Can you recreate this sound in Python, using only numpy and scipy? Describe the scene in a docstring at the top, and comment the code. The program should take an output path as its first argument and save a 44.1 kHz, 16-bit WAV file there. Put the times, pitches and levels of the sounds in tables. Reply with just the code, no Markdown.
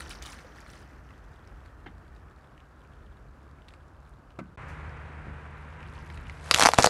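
"""On asphalt, close to a tyre: a car with its engine idling rolls slowly off wet pulp, knocking now and then.
The scene then changes: the car creeps up over grit and crushes a cardboard tray of walnuts in quick dry cracks.
Shells are falling sine pops with filtered snaps and thuds; pulp, cardboard and grit are random ringing grains.
Knocks are filtered noise with decaying body modes; the cars are coloured noise and wavering sine lines.
Dense random echoes under the car answer the close sounds."""
import sys
import numpy as np
from scipy import signal
from scipy.fft import rfft, irfft
from scipy.io import wavfile
from scipy.ndimage import map_coordinates

SR = 44100
rng = np.random.default_rng(int(sys.argv[2]) if len(sys.argv) > 2 else 0)


def inscribe(sig):
    """Save sig as 16-bit PCM at rate SR to the path in sys.argv[1].

    A 1-D sig is mono; a 2-D sig holds one channel per row.
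    Samples are clipped to [-1, 1] before scaling.
    """
    pcm = np.round(np.clip(np.atleast_2d(sig).T, -1, 1) * 32767)
    wavfile.write(sys.argv[1], SR, pcm.astype(np.int16))


N = 303849
T = np.arange(N) / SR
CUT_S = 4.573  # change from departing to approaching car

# shell fractures: (time [s], pop of the hollow shell [dB], its nominal pitch [Hz],
# snap of the splitting edge [dB], its pitch [Hz], thud of the dropping tyre [dB])
SHELL_FRACTURES = [(6.5118, -9.5, 1370, -4.5, 4340, -26), (6.5407, -19, 1620, -15, 3500, -29),
                   (6.545, -1.5, 1910, -6.5, 2690, -44), (6.5611, -12, 1620, -15, 3200, -32),
                   (6.577, -34, 1190, -19, 5500, -31), (6.586, -13.5, 1060, -15.5, 3540, -38),
                   (6.596, -8.5, 990, -8, 4550, -31), (6.6074, -12, 1310, -11, 4500, -25),
                   (6.615, -7, 1230, -7, 4100, -35), (6.624, 0, 1320, -8, 3300, -13.5),
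                   (6.6351, -5, 1290, -9, 6400, -18), (6.6431, -13, 990, -22, 3000, -37),
                   (6.6524, -3.5, 1210, -10, 4000, -20), (6.658, 0, 1004, -8, 5740, -13.5),
                   (6.662, -10, 1260, -9.5, 5130, -14), (6.6697, -2.5, 1150, -11, 3030, -26),
                   (6.688, -2, 953, -11, 3180, -23), (6.717, -29, 1180, -23, 3500, -43),
                   (6.7356, -7, 1070, -15.5, 4600, -23), (6.743, -25, 1170, -18.5, 4180, -27),
                   (6.7801, -18, 1170, -22, 2500, -36), (6.785, -6.5, 920, -13, 5000, -14.5),
                   (6.7869, 1, 1014, -7.5, 3370, -2.5), (6.795, -7, 834, -21, 4000, -17),
                   (6.8027, -14, 1250, -16, 5500, -16), (6.825, -28, 2070, -11.5, 7260, -26),
                   (6.833, -17, 1400, -12.5, 8000, -26), (6.8427, -11, 1230, -8, 3080, -32),
                   (6.8439, -0.5, 910, -6, 6600, -28), (6.853, -25, 1240, -19, 4500, -39),
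                   (6.8578, -20, 1360, -9, 6000, -44), (6.8615, -10, 820, -9, 7560, -13.5),
                   (6.8715, -6.5, 850, -15, 4500, -23)]


def amp(db):
    """Amplitude factor of a level in dB."""
    return 10 ** (np.asarray(db) / 20)


def evened(x):
    """Scale to unit rms."""
    return x / np.sqrt(np.mean(x ** 2) + 1e-20)


def read(points, hz):
    """Interpolate (frequency [Hz], value) over log frequency."""
    f, value = np.transpose(points)
    return np.interp(np.log(hz + 1), np.log(f + 1), value)


def level(curve):
    """Gain along (time [s], level [dB]), silent beyond 50 ms outside it."""
    s, db = np.transpose(curve)
    return amp(np.interp(T, s, db)) * (T > s[0] - .05) * (T < s[-1] + .05)


def add(mix, s, sound):
    """Add a sound to the mix in place, starting at s seconds."""
    part = mix[max(round(s * SR), 0):][:len(sound)]
    part += sound[:len(part)]


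def colour(x, points, size=4096):
    """Minimum-phase filter of the given spectrum and unit energy: clicks keep their sharp front."""
    log_gain = np.log(amp(read(points, abs(np.fft.fftfreq(size, 1 / SR)))))
    spectrum = np.exp(signal.hilbert(log_gain).conj())
    taps = np.fft.ifft(spectrum).real[:size // 2]
    return signal.oaconvolve(x, taps / np.linalg.norm(taps))[:len(x)]


def drift(rate_hz):
    """Slow random curve of unit rms: noise under a Gaussian low-pass."""
    hz = np.fft.rfftfreq(N, 1 / SR)
    spectrum = rfft(rng.standard_normal(N)) * np.exp(-(hz / rate_hz) ** 2)
    return evened(irfft(spectrum, N))


def burst(s, length, rise, fall):
    """Linear attack, hold and exponential release; all in seconds."""
    attack = np.clip((T - s) / rise, 0, 1)
    return attack * np.exp(-np.maximum(T - s - length, 0) / fall)


def grains(per_s, spread_db, low_hz, high_hz, cycles, count=24):
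    """Tiny clicks of uneven size, each ringing a resonator of random pitch that falls to 1/e in `cycles`."""
    size_db = spread_db * np.minimum(rng.exponential(1, N), 4)
    struck = rng.random(N) < per_s / SR
    size = amp(size_db) * rng.choice([-1, 1], N) * struck
    kind, out = rng.integers(0, count, N), np.zeros(N)
    for k, hz in enumerate(np.linspace(low_hz, high_hz, count)):
        r = np.exp(-hz / cycles / SR)
        turn = r * np.cos(2 * np.pi * hz / SR)
        clicks = size * (kind == k) + 1e-18  # offset avoids denormals
        out += signal.lfilter([1, -turn], [1, -2 * turn, r * r], clicks) * np.sqrt(1 - r)
    return evened(out)


def edge_colour(edge_hz, count=22):
    """Spectrum of one snap: the colour of shell, lifted where this edge rings, with uneven side peaks."""
    # shell colour: (frequency [Hz], level [dB])
    shell_colour = [(800, -4.5), (2000, 5), (3200, 0.5), (4200, 4), (7000, 1.5), (10000, -6),
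                    (12500, -11.5)]
    lift_db, width_octaves, uneven_db = 7, 0.24, 2.5
    hz = np.geomspace(shell_colour[0][0], shell_colour[-1][0], count)
    lift = lift_db * np.exp(-(np.log2(hz / edge_hz) / width_octaves) ** 2)
    return np.c_[hz, read(shell_colour, hz) + lift + uneven_db * rng.standard_normal(count)]


def walnuts():
    """Each edge snaps, the pop falls in pitch as the shell opens, and the tyre thuds, lower for a deeper pop."""
    start, settle, glide_s = 2.28, 0.7, 0.00036  # pop pitch: nominal x (settle + start * decay)
    pop_cycles, snap_s = 2.04, 0.00087  # pop length in nominal cycles
    thud_share, thud_s = 0.23, 0.002  # thud pitch: nominal x share
    out, t = np.zeros(N), np.arange(SR // 25) / SR
    for s, pop_db, hz, snap_db, edge_hz, thud_db in SHELL_FRACTURES:
        turns = np.cumsum(hz * (settle + start * np.exp(-t / glide_s))) / SR
        pop_shape = (1 - np.exp(-t / 0.00035)) * np.exp(-(t * hz / pop_cycles) ** 2)
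        pop = np.sin(2 * np.pi * turns) * pop_shape
        snap_shape = np.exp(-t / snap_s) + 0.041 * np.exp(-t / 0.0015)
        snap = colour(rng.choice([-1, 1], len(t)) * snap_shape, edge_colour(edge_hz))
        thud_shape = np.exp(-t / thud_s) * (1 - np.exp(-t / 0.00028))
        thud = np.sin(2 * np.pi * hz * thud_share * t) * thud_shape
        add(out, s, amp(pop_db) * pop + amp(snap_db) * snap + amp(thud_db) * thud)
    return out


def tray():
    """Cardboard fibres break in dense clumps as the tray folds, and shards crunch after each fracture."""
    # cardboard and shell crumbs giving way: (time [s], level [dB])
    crumple_curve = [(6.39, -62), (6.45, -48), (6.53, -40), (6.595, -29.5), (6.63, -21.5), (6.72, -47),
                     (6.775, -42), (6.795, -26.5), (6.89, -49)]
    # (frequency [Hz], level [dB])
    crumple_colour = [(150, -7.5), (400, -2.5), (700, 4.5), (1600, 0), (3200, -7.5), (6000, -11),
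                      (10000, -14), (13000, -25)]
    shards_db, shards_s = -17.5, 0.0075  # level against the snap, decay
    crackle = grains(5000, 3.2, 600, 12000, 1.2) * amp(1.8 * drift(90))
    shards_power = sum(amp(snap_db + shards_db) ** 2 * burst(s, 0, 0.00086, shards_s) ** 2
                       for s, _, _, snap_db, _, _ in SHELL_FRACTURES)
    gain = np.sqrt(level(crumple_curve) ** 2 + shards_power)
    return gain * evened(colour(crackle, crumple_colour))


def squish():
    """Small bubbles burst in clumps as the pulp squirts and oozes out; larger ones gurgle lower."""
    # squirts from under the tread: (time [s], length [s], fizz [dB], gurgle [dB])
    squirts = [(0, 0.0044, -46.5, -49), (.058, 0.013, -60, -64), (0.101, 0.017, -49, -54),
               (0.222, 0.0076, -50, -61), (0.25, 0.082, -50.5, -51.5), (0.383, 0.032, -65, -60),
               (0.557, 0.063, -65.5, -56), (0.668, 0.16, -64.5, -65), (.89, .06, -77, -63),
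               (3.676, 0.063, -75, -68)]
    # colours of squirt, ooze and gurgle: (frequency [Hz], level [dB])
    squirt_colour = [(200, -13), (700, 12), (2000, -0.5), (3200, 4.5), (6000, -1.5), (9500, -3),
                     (12000, -16), (16000, -17)]
    ooze_colour = [(700, -3), (2000, 5.5), (3200, 4.5), (6000, 14), (8000, -9.5), (12000, -10),
                   (16000, -22)]
    gurgle_colour = [(300, -3), (700, 4.5), (1100, 3), (1700, 7), (2400, 0.5), (5000, -33)]
    rise_s, fall_s, droplets_db = 0.0013, 0.023, -8  # droplets against the fizz
    ooze_db, ooze_gurgle_db, ooze_fade_db_per_s = -60, -76, 17.5  # levels at time 0
    fizz = grains(2400, 3.3, 1200, 15000, 3.5) * amp(2.2 * drift(70))
    droplets = grains(500, 3.6, 2200, 13000, 8, count=40)
    bubbles = grains(400, 3.6, 750, 2400, 4)
    wet = fizz + amp(droplets_db) * droplets
    ooze = amp(-ooze_fade_db_per_s * T)
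    squirt, gurgle = np.zeros(N), amp(ooze_gurgle_db) * ooze
    for s, length, fizz_db, gurgle_db in squirts:
        flow = burst(s, length, rise_s, fall_s)
        squirt = np.hypot(squirt, amp(fizz_db) * flow)
        gurgle = np.hypot(gurgle, amp(gurgle_db) * flow)
    squirting = squirt * evened(colour(wet, squirt_colour))
    oozing = amp(ooze_db) * ooze * evened(colour(wet, ooze_colour))
    return squirting + oozing + gurgle * evened(colour(bubbles, gurgle_colour))


def ticks():
    """Wet pops and grit snapping under the tread: each a brief ring with a splash of hiss."""
    # (time [s], level [dB], pitch [Hz])
    tick_events = [(.006, -29.5, 1730), (0.062, -40, 2900), (.095, -29, 8800), (.122, -39, 2600),
                   (0.15, -41, 2170), (0.218, -42, 2400), (.299, -36, 5040), (.33, -39, 2600),
                   (.339, -45, 2200), (.388, -33, 1920), (.394, -42, 2200), (0.446, -40, 520),
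                   (0.605, -42.5, 6700), (.663, -38.5, 1770), (.734, -40.5, 3800), (1.106, -40.5, 2060),
                   (1.475, -45, 5400), (1.66, -45, 4300), (2.163, -51, 3800), (2.578, -47, 2930),
                   (2.603, -48.5, 2900), (3.62, -51, 2980), (3.684, -40, 3660), (3.688, -42, 4100),
                   (3.706, -49, 3300), (3.738, -41.5, 2480), (4.094, -49, 9000), (4.305, -46, 2740),
                   (4.895, -49, 5000), (5.805, -41, 2670), (5.829, -39, 2400), (6.101, -34, 2250),
                   (6.144, -37, 3050), (6.175, -33, 2360), (6.269, -37, 2600), (6.297, -30.5, 2120)]
    # splash colour: (frequency [Hz], level [dB])
    splash_colour = [(400, 2), (2000, 3), (5000, -9), (10000, -9), (15000, -22)]
    ring_cycles = 2.55  # decay to 1/e
    out, t = np.zeros(N), np.arange(SR // 30) / SR
    for s, db, hz in tick_events:
        ring_shape = np.exp(-t * hz / ring_cycles) * (1 - np.exp(-t * hz * 1.5))
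        ring = np.sin(2 * np.pi * hz * t) * ring_shape
        spray = rng.standard_normal(len(t)) * np.exp(-t / .0025)
        near_pitch = colour(spray, [(hz / 4, -12), (hz, 0), (hz * 2, -6), (hz * 5, -18)])
        add(out, s, amp(db) * (ring + 0.25 * colour(near_pitch, splash_colour)))
    return out


def grit():
    """Sand grains crunch in clumps under the tread, louder as its distance shrinks."""
    # (frequency [Hz], level [dB])
    grit_colour = [(1500, -6), (2600, 6.5), (4400, 1.5), (7000, -5), (9500, -8), (12000, -8)]
    arrival_db, arrival_s, half_s = -63.5, 5.96, 0.16  # half amplitude half_s before arrival
    sand = grains(900, 3.6, 1800, 11500, 2) * amp(1.6 * drift(18))
    nearness = 1 / (1 + np.maximum(arrival_s - T, 0) / half_s)
    return amp(arrival_db) * nearness * (T > CUT_S) * evened(colour(sand, grit_colour))


def scuff():
    """The tread slips once and drags many sand grains at a time."""
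    # (time [s], length [s], level [dB])
    slip_event = (4.678, .014, -64.5)
    # (frequency [Hz], level [dB])
    scuff_colour = [(2000, -6), (3500, 3), (5500, 4), (7500, 0), (10000, -6), (12000, -3)]
    sand = grains(5000, 2.4, 3000, 11500, 2)
    s, length, db = slip_event
    slip = burst(s, length, .008, .05)
    return amp(db) * slip * evened(colour(sand, scuff_colour))


def crumbs():
    """Crumbs of pulp let go of the tread: sparse sticky clicks, each ringing for a few cycles."""
    # (frequency [Hz], level [dB])
    crumb_colour = [(1000, -43), (2200, 6.5), (3300, 3.5), (5500, -6.5), (7500, 6.5), (12000, 2),
                    (15000, -37)]
    start_db, fade_db_per_s = -72, 1.5
    clicks = grains(260, 3.6, 2200, 5600, 3)
    return amp(start_db - fade_db_per_s * T) * evened(colour(clicks, crumb_colour))


def knocks():
    """A hard contact and a short rattle, bright or dull, set the low modes of the car body ringing."""
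    # (time [s], rattle [dB], rattle decay [s], rise [s], body ring [dB],
    # brightness [factor on the rattle colour's frequencies], contact click [dB])
    knock_events = [(1.860, -35, 0.011, 0.0037, -44, 1.3, -80),
                    (4.388, -33, 0.011, 0.0019, -33, 0.89, -48.5),
                    (5.268, -66, 0.0074, 0.002, -39.5, 0.61, -80)]
    # colours of rattle and bare contact: (frequency [Hz], level [dB])
    rattle_colour = [(100, 7), (320, 10.5), (450, 2), (650, 12), (850, 1), (1200, 6.5), (1550, 8),
                     (1950, -2.5), (2400, 3), (2900, -8), (3400, -16), (5000, -30), (15000, -53)]
    contact_colour = [(1500, -18), (3300, 10.5), (6000, 0), (9000, -3), (11000, -18), (15000, -22)]
    # body modes: (frequency [Hz], level [dB], t60 [s])
    body_modes = [(130, -8, 0.26), (165, -9, 0.4), (193, -4, 0.29), (233, -8.5, 0.25), (260.6, -4, 0.19),
                  (301, -4.5, 0.12), (331, -5.5, 0.16), (377, -17, 0.099), (695, 3, 0.023),
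                  (1520, -19.5, 0.35)]
    contact_s = 0.0076
    out, t = np.zeros(N), np.arange(SR // 3) / SR
    for s, rattle_db, decay, rise, body_db, bright, contact_db in knock_events:
        contacts = rng.standard_normal(len(t))
        shifted = [(hz * bright, db) for hz, db in rattle_colour]
        rattle = colour(contacts * np.exp(-t / decay), shifted)
        click = colour(contacts * np.exp(-t / contact_s), contact_colour)
        ring = sum(amp(db - 60 * t / t60) * np.sin(2 * np.pi * hz * t) for hz, db, t60 in body_modes)
        knock = amp(rattle_db) * rattle + amp(contact_db) * click + amp(body_db) * ring
        add(out, s, knock * (1 - np.exp(-t / rise)))
    return out


def under_car(x, size=128):
    """Dense, short reflections between asphalt, tyre and floor pan, decaying at a rate set by frequency."""
    # (frequency [Hz], level [dB])
    gap_colour = [(60, -30), (240, -3), (330, 0), (420, 4.5), (520, 2.5), (650, -8.5), (1500, 0),
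                  (3500, -0.5), (12000, -2.5)]
    # (frequency [Hz], t60 [s])
    gap_decay = [(100, 0.15), (700, 0.11), (2000, 0.078), (6000, 0.14), (12000, 0.13)]
    n = SR // 4
    echoes = (rng.random(n) < 5000 / SR) * (np.arange(n) / SR > .002)
    hz, t, z = signal.stft(rng.standard_normal(n) * echoes, SR, nperseg=size)
    fade = amp(-60 * t / read(gap_decay, hz)[:, None])
    tail = signal.istft(z * fade, SR, nperseg=size)[1]
    tail *= 1 + 2.0 * np.exp(-np.arange(len(tail)) / SR / 0.0023)  # nearest surfaces answer loudest
    return signal.oaconvolve(x, colour(tail / np.linalg.norm(tail), gap_colour))[:N]


def engine(lines, wander, flutter_db):
    """Idling engine lines that waver together in pitch and each in strength."""
    turns = np.cumsum(1 + wander * drift(4.48)) / SR
    out = np.zeros(N)
    for hz, db in lines:
        strength = amp(db + flutter_db * drift(28.0)) * np.sqrt(2)
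        out += strength * np.sin(2 * np.pi * (hz * turns + rng.random()))
    return out


def rush(curve, points, flutter_db):
    """Turbulent air or exhaust: coloured noise with a restless level."""
    noise = evened(colour(rng.standard_normal(N), points))
    return level(curve) * noise * amp(flutter_db * drift(41))


def sinking(x, speed):
    """Play a steady sound at a changing speed, so that its whole colour slides."""
    return map_coordinates(x, [np.cumsum(speed)], order=3, mode="wrap")


def away_rush():
    """Fan and air noise of the departing car, slowly growing fainter and duller."""
    # (frequency [Hz], level [dB])
    air_colour = [(150, 6.5), (350, 3), (480, 1.5), (900, 0), (1300, 1.5), (1750, -2.5), (2000, -10),
                  (2350, -13), (3500, -23), (5000, -24), (9000, -30.5), (12500, -33), (14000, -40)]
    start_db, end_db, settle_s = -49, -57, 0.94
    start_speed, end_speed, sink_s = 1.16, .83, 3.9  # factors on the colour's frequencies
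    speed = end_speed + (start_speed - end_speed) * np.exp(-T / sink_s)
    db = end_db + (start_db - end_db) * np.exp(-T / settle_s)
    air = sinking(colour(rng.standard_normal(N), air_colour), speed)
    return amp(db) * evened(air) * amp(.7 * drift(25))


def departing_car():
    """Low noise rumble, sinking fan rush and wavering engine lines of the car driving away."""
    # (time [s], level [dB])
    rumble_curve = [(0, -47.5), (.5, -52.5), (1, -50), (1.6, -51), (2.1, -47), (2.6, -56.5), (3.3, -49.5),
                    (3.7, -53.5), (4.57, -53.5)]
    # (frequency [Hz], level [dB])
    rumble_colour = [(20, -31.5), (32, -17), (44, 6), (75, 0), (105, -6), (190, -21), (320, -18.5),
                     (500, -34), (900, -69)]
    # engine: (frequency [Hz], level [dB])
    engine_lines = [(47, -70.5), (71, -61.5), (141, -66)]
    return rush(rumble_curve, rumble_colour, 0.46) + away_rush() + engine(engine_lines, 0.0216, 2.8)


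def approaching_car():
    """Low noise rumble, air rush and wavering engine lines of the car drawing near."""
    # rumble and air: (time [s], level [dB])
    rumble_curve = [(4.57, -45), (5.5, -48), (6.3, -44), (6.89, -63)]
    air_curve = [(4.57, -45.5), (5.2, -49), (6.3, -51.5), (6.89, -50)]
    # rumble and air: (frequency [Hz], level [dB])
    rumble_colour = [(20, -37), (35, 4), (56, 5.5), (95, 1), (170, -6), (250, -12.5), (400, -18),
                     (900, -54)]
    air_colour = [(200, 1), (480, 6), (620, 3.5), (950, 6.5), (1600, 6.5), (2400, -0.5), (3300, -13),
                  (5000, -24), (9500, -29), (12000, -97)]
    # engine: (frequency [Hz], level [dB])
    engine_lines = [(75.6, -47.5), (123, -61), (151, -53), (462, -68), (964, -66), (1373, -66.5),
                    (1610, -68)]
    rumble = rush(rumble_curve, rumble_colour, 0.6)
    air = rush(air_curve, air_colour, 0.79)
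    return rumble + air + engine(engine_lines, 0.00768, 1.83)


def scene():
    """The departing car, then the approaching one; the sound drops out for an instant between them."""
    close = walnuts() + tray() + squish() + ticks() + grit() + scuff() + crumbs()
    events = knocks() + close + amp(-11.5) * under_car(close)
    before_cut = np.clip((CUT_S - .011 - T) / .003, 0, 1)
    after_cut = np.clip((T - CUT_S) / .002, 0, 1)
    departing = (departing_car() + events) * before_cut
    approaching = (approaching_car() + events) * after_cut
    return (departing + approaching)[None]


def record(dry):
    """The microphone sheds deep bass and rounds off the loudest cracks; the band is narrower from CUT_S on."""
    low_cut_hz, ceiling = 37, .92
    top_hz, second_top_hz = 15800, 12100
    lean = signal.sosfilt(signal.butter(3, low_cut_hz, "high", fs=SR, output="sos"), dry)
    held = lean / (1 + (lean / ceiling) ** 6) ** (1 / 6)

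    def low_pass(hz):
        """Linear-phase limit of the band."""
        taps = signal.firwin(255, hz, window=("kaiser", 8), fs=SR)
        return signal.oaconvolve(held, taps[None], "same")

    return np.where(T < CUT_S, low_pass(top_hz), low_pass(second_top_hz))


dry = scene()
out = record(dry)
inscribe(out)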